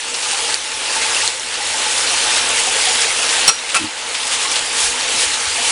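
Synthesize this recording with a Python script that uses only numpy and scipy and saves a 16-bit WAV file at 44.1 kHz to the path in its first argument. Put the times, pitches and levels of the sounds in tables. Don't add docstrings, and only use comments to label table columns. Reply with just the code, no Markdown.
import sys
import numpy as np
from scipy import signal
from scipy.io import wavfile
from scipy.ndimage import uniform_filter1d, minimum_filter1d

SR = 44100
rng = np.random.default_rng(int(sys.argv[2]) if len(sys.argv) > 2 else 0)


def master_out(mix):
    frames = np.transpose(np.atleast_2d(mix))
    ceiling = np.clip(frames, -1, 1)
    pcm = np.round(ceiling * 32767).astype(np.int16)
    wavfile.write(sys.argv[1], SR, pcm)


N = 252119

# time in seconds, level in dB, treble tilt in dB.
FLOW = [(0, 2.5, -1), (.3, 3.5, 2.5), (.55, 0, 1.5), (0.9, 2.5, -1), (1.25, -1, 3), (1.6, -1, -0.5),
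        (2.1, 0.2, 2), (2.4, 2.5, -0.5), (3.1, 0.9, 1.5), (3.45, 2, -0.5), (3.6, 3, -1), (3.8, 5, -0.5),
        (3.92, 3, -4.5), (4.2, 1.5, 0), (4.95, 2.2, 0), (5.15, 3, -0.5), (5.45, -2, 3.5), (5.72, 0.5, -3)]


def gain_of(db):
    return 10 ** (np.asarray(db) / 20)


def evened(x):
    return x / np.sqrt(np.mean(x ** 2) + 1e-20)


def add(mix, s, sound):
    part = mix[round(s * SR):][:len(sound)]
    part += sound[:len(part)]


def ring(hz, db, t60, rise=0.00022, glide=0.):
    t = np.arange(int(SR * .3)) / SR
    turns = hz * (t + glide * t ** 2 / (2 * t60))
    decay = gain_of(db - 60 * t / t60)
    onset = 1 - np.exp(-t / rise)
    return decay * onset * np.sin(2 * np.pi * turns)


def resonate(x, hz, width):
    b, a = signal.iirpeak(hz, hz / width, SR)
    return evened(signal.lfilter(b, a, x))


def wander(hz):
    points = int(SR / hz)
    once = uniform_filter1d(rng.standard_normal(N), points)
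    return evened(uniform_filter1d(once, points))


def rush(level_db=-15.5, patchy_db=1.5, flicker_db=0.52, droplet_share=0.15):
    # frequency in Hz, relative level in dB.
    colour = [(15, -17), (25, -13), (59, -24.5), (91, -20), (177, -24), (253, -17), (420, -10), (698, -7),
              (1280, -3.5), (2820, -0.5), (4500, -2.5), (6100, -4.5), (7300, -4), (10000, -5),
              (12000, -6.5)]
    share = np.clip(droplet_share, 0, 1)
    drive = np.sqrt(1 - share) * rng.standard_normal(N) + np.sqrt(share) * droplets()
    hz, t, z = signal.stft(drive, SR, nperseg=1024, noverlap=896)
    mean_power = (abs(z) ** 2).mean(1)
    z /= uniform_filter1d(np.sqrt(mean_power), size=9)[:, None]

    across_hz = uniform_filter1d(rng.standard_normal(z.shape), 12, 0)
    patches = evened(uniform_filter1d(across_hz, 18, 1))
    flicker = evened(uniform_filter1d(rng.standard_normal(len(t)), size=8))
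    flicker_reach = (hz / (hz + 1000))[:, None]

    f, colour_level_db = np.transpose(colour)
    colour_db = np.interp(np.log(hz + 1), np.log(f), colour_level_db)[:, None]
    s, _, treble_db = np.transpose(FLOW)
    treble_reach = (hz ** 2 / (hz ** 2 + 3500 ** 2))[:, None]
    colour_db = colour_db + np.interp(t, s, treble_db) * treble_reach
    z *= gain_of(colour_db + patchy_db * patches + flicker_db * flicker * flicker_reach)
    shaped = signal.istft(z, SR, nperseg=1024, noverlap=896)[1][:N]
    return gain_of(level_db) * evened(shaped)


def droplets(per_s=3000, spread_db=2.5, cycles=4.8):
    struck = rng.random(N) < per_s / SR
    size = gain_of(spread_db * np.minimum(rng.exponential(1, N), 5)) * struck
    kind, out = rng.integers(0, 30, N), np.zeros(N)
    for k, hz in enumerate(np.geomspace(450, 10500, num=30)):
        grain = ring(hz, 0, 2 * cycles / hz, rise=1 / hz, glide=0.37)[:3000]
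        grain = grain / np.linalg.norm(grain) * np.sqrt(hz)
        out += signal.oaconvolve(size * (kind == k), grain)[:N]
    return evened(out)


def hollows(gurgle_db=0.5):
    # frequency in Hz, width in Hz, level in dB relative to that of the water.
    air_modes = [(250.3, 12, -49.5), (329, 75, -47), (468.2, 11.5, -40), (527, 10, -43.5), (869.7, 49, -34),
                 (2800, 640, -29.5)]
    out = np.zeros(N)
    for hz, width, db in air_modes:
        gusts = gain_of(db + gurgle_db * wander(52))
        out += gusts * resonate(rng.standard_normal(N), hz, width)
    return out


def gurgle(count=500, db=-33, spread_db=3.0):
    out = np.zeros(N)
    for start, pitch, size, length in rng.random((count, 4)):
        hz = 420 * 4.5 ** pitch
        t60 = (25 + 50 * length) / hz
        level_db = db - spread_db * np.log(size + 0.0067)
        add(out, start * N / SR, ring(hz, level_db, t60, rise=0.004, glide=0.21))
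    return out


def pebbles(t60=0.0051, overtone=1.595, overtone_db=-5.5, grit_db=-22.5, grit_t60=.049):
    # start in seconds, level in dB, frequency in Hz.
    clicks = [(.526, -3, 2820), (.543, 8, 4600), (1.148, -0.5, 3230), (1.277, 4.5, 4170),
              (1.397, -1.5, 5890), (2.959, -3, 3000), (5.01, 0.9, 4200), (5.117, -3.5, 2760),
              (5.341, -2, 4150)]
    out, t = np.zeros(N), np.arange(2000) / SR
    for s, db, hz in clicks:
        add(out, s, ring(hz, db, t60) + ring(overtone * hz, db + overtone_db, t60))
        grit = np.gradient(rng.standard_normal(size=len(t)))
        add(out, s, gain_of(db + grit_db - 60 * t / grit_t60) * grit)
    return out


def bubbles(cycles=103):
    # start in seconds, level in dB, starting frequency in Hz.
    plops = [(.33, -15, 790), (.39, -14.5, 860), (.49, -19, 864), (.9, -17.5, 1020), (.96, -13, 880),
             (1.05, -18, 858), (1.164, -5, 2690), (1.232, -17, 877), (1.6, -16.5, 811), (1.74, -18, 868),
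             (1.86, -18, 848), (2.11, -21, 702), (2.67, -17.5, 755), (2.75, -20.5, 528), (2.87, -17.5, 742),
             (3.59, -3, 3680), (3.645, -7, 2104), (4.45, -15.5, 1070), (4.94, -15.5, 937), (5.58, -21, 687),
             (5.648, -7, 3030), (5.673, -8, 3000)]
    out = np.zeros(N)
    for s, db, hz in plops:
        add(out, s, ring(hz, db, cycles / hz, rise=0.0021, glide=0.092))
    return out


def sloshes():
    # middle in seconds, half length in seconds, level in dB, low edge in Hz.
    swells = [(0.952, 0.036, -13.5, 1000), (1.983, 0.011, -13.5, 2000), (2.582, 0.045, -15, 1500),
              (4.333, 0.028, -10, 1490), (4.426, 0.026, -13.5, 1000), (4.838, 0.082, -8, 3000),
              (5.127, 0.014, -15.5, 1500), (5.224, 0.047, -11, 3500), (5.692, 0.074, -12.5, 1950)]
    out, t = np.zeros(N), np.arange(N) / SR
    for s, half, db, edge_hz in swells:
        b, a = signal.butter(2, edge_hz, "high", fs=SR)
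        spray = signal.lfilter(b, a, rng.standard_normal(N))
        out += gain_of(db + 0.54 * wander(400)) * np.exp(-((t - s) / half) ** 2) * spray
    return out


def splashes(t60=0.17, width=0.74):
    # start in seconds, level in dB, centre frequency in Hz.
    bursts = [(.143, -12, 4160), (.225, -14, 4500), (.251, -18, 3330), (.312, -13.5, 3810),
              (1.017, -16, 4150), (1.541, -18, 4600), (2.362, -17.5, 4100), (3.016, -13, 4960),
              (3.291, -15, 3630), (3.691, -10.5, 3100), (4.144, -12.5, 3000), (4.268, -16, 4500),
              (4.515, -14.5, 4770), (4.558, -13, 3480)]
    out, t = np.zeros(N), np.arange(6000) / SR
    for s, db, hz in bursts:
        noise, grain = rng.standard_normal((2, len(t)))
        grain_db = 2.83 * evened(uniform_filter1d(grain, size=90))
        spatter = resonate(noise, hz, width * hz) * gain_of(grain_db)
        add(out, s, gain_of(db - 60 * t / t60) * spatter)
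    return out


def dropped_tool(tool_db=-0.5):
    # frequency in Hz, level in dB, time to fall 60 dB in seconds.
    tool_modes = [(4226, -8.5, .27), (4300, -13, .12), (5558, 2, .09), (5640, -9, .2), (5697, -8, .4),
                  (5747, -8, .36), (8027, -7, .15), (8845, -8, .14), (9674, -14, .1)]
    # frequency in Hz, relative level in dB, 60 dB decay in seconds.
    pan_modes = [(790, -20, 0.096), (1040, -17, 0.055), (1112, -12, .09), (1236, -12, 0.06),
                 (1343, -4, 0.1), (1540, -15, .05), (1850, -15, 0.054), (2050, -12, 0.044),
                 (2400, -8, 0.054), (2610, -5, 0.09), (2760, -13, 0.08), (3235, -15, 0.061),
                 (3430, -16, .06)]
    # start in seconds, pan level in dB, crack level in dB, snap drive in dB before differencing.
    contacts = [(3.479, -9.5, -2.5, 4), (3.488, -12.5, -1, 0), (3.497, -9, -21, -11), (3.7451, -4, -3, 23),
                (3.749, -3, -0.5, 2), (3.756, -1.5, -2, 2), (3.764, -1.5, 0, 1), (3.774, -10, -16, 0)]
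    out, t = np.zeros(N), np.arange(3000) / SR
    first_blow = contacts[0][0]
    for hz, db, t60 in tool_modes:
        add(out, first_blow, ring(hz, db + tool_db, t60))
    out *= 1 + 0.21 * wander(170)

    b, a = signal.butter(2, 600, "high", fs=SR)
    for s, pan_db, crack_db, snap_db in contacts:
        weights = rng.standard_normal(len(pan_modes))
        for (hz, db, t60), weight in zip(pan_modes, weights):
            add(out, s, ring(hz, db + pan_db + 2.3 * weight, t60))
        crack = signal.lfilter(b, a, rng.standard_normal(len(t)))
        add(out, s, gain_of(crack_db - 60 * t / .085) * crack)
        snap = ring(3000, snap_db, .0012, rise=.00003)
        add(out, s, np.gradient(snap))
    return out


def deck(thump_t60=0.16):
    # frequency in Hz, relative level in dB, 60 dB decay in seconds.
    board_modes = [(103, -9, 0.11), (230, -6, 0.13), (311, 0.5, 0.14)]
    # start in seconds, force in dB.
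    rocks = [(3.79, -20), (3.805, -11.5), (3.835, -9.5)]
    # start in seconds, level in dB, frequency in Hz.
    thumps = [(3.48, -32, 109), (4.835, -28, 75.6), (4.88, -31, 45), (5.26, -30.5, 60), (5.27, -30, 300),
              (5.47, -31, 74.4), (5.51, -35, 80)]
    out = np.zeros(N)
    for s, force_db in rocks:
        for hz, db, t60 in board_modes:
            add(out, s, ring(hz, db + force_db, t60, rise=0.0046))
    for s, db, hz in thumps:
        add(out, s, ring(hz, db, thump_t60, rise=0.0051))
    return out * (1 + 0.25 * wander(43))


def pump(hum_hz=92, hum_db=-51.5):
    turns = np.cumsum(hum_hz * (1 + 0.02 * wander(11))) / SR
    level = gain_of(hum_db + 1.0 * wander(13))
    return level * np.sqrt(2) * np.sin(2 * np.pi * turns)


def scene():
    s, level_db, _ = np.transpose(FLOW)
    water_level = gain_of(np.interp(np.arange(N) / SR, s, level_db))
    water = water_level * (rush() + hollows() + gurgle())
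    bucket = pebbles() + bubbles() + sloshes() + splashes()
    mono = water + bucket + dropped_tool() + deck() + pump()
    return np.array([mono, mono])


def record(dry, limit_db=-8.5, start_db=9., deepest_db=10.0, recover_db=17.0, hold=0.13, lag=0.031):
    power = abs(uniform_filter1d(dry[0] ** 2, size=20))
    peak_db = 10 * np.log10(power + 1e-12) - limit_db
    peak_db = np.minimum(peak_db, deepest_db)
    peak_db[0] = start_db
    rise = np.arange(N) * recover_db / SR
    over_db = np.maximum.accumulate(peak_db + rise) - rise
    held = int(hold * SR)
    over_db = -minimum_filter1d(-over_db, held, origin=(held - 1) // 2)
    r = np.exp(-1 / (lag * SR))
    cut_db = signal.lfilter([1 - r], [1, -r], np.maximum(over_db, 0), zi=[r * start_db])[0]
    clipped = np.clip(dry / gain_of(cut_db), -1, 1)
    low_pass = signal.firwin(141, 10500, window=("kaiser", 8), fs=SR)
    return signal.oaconvolve(clipped, low_pass[None], "same")


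dry = scene()
out = record(dry)
master_out(out)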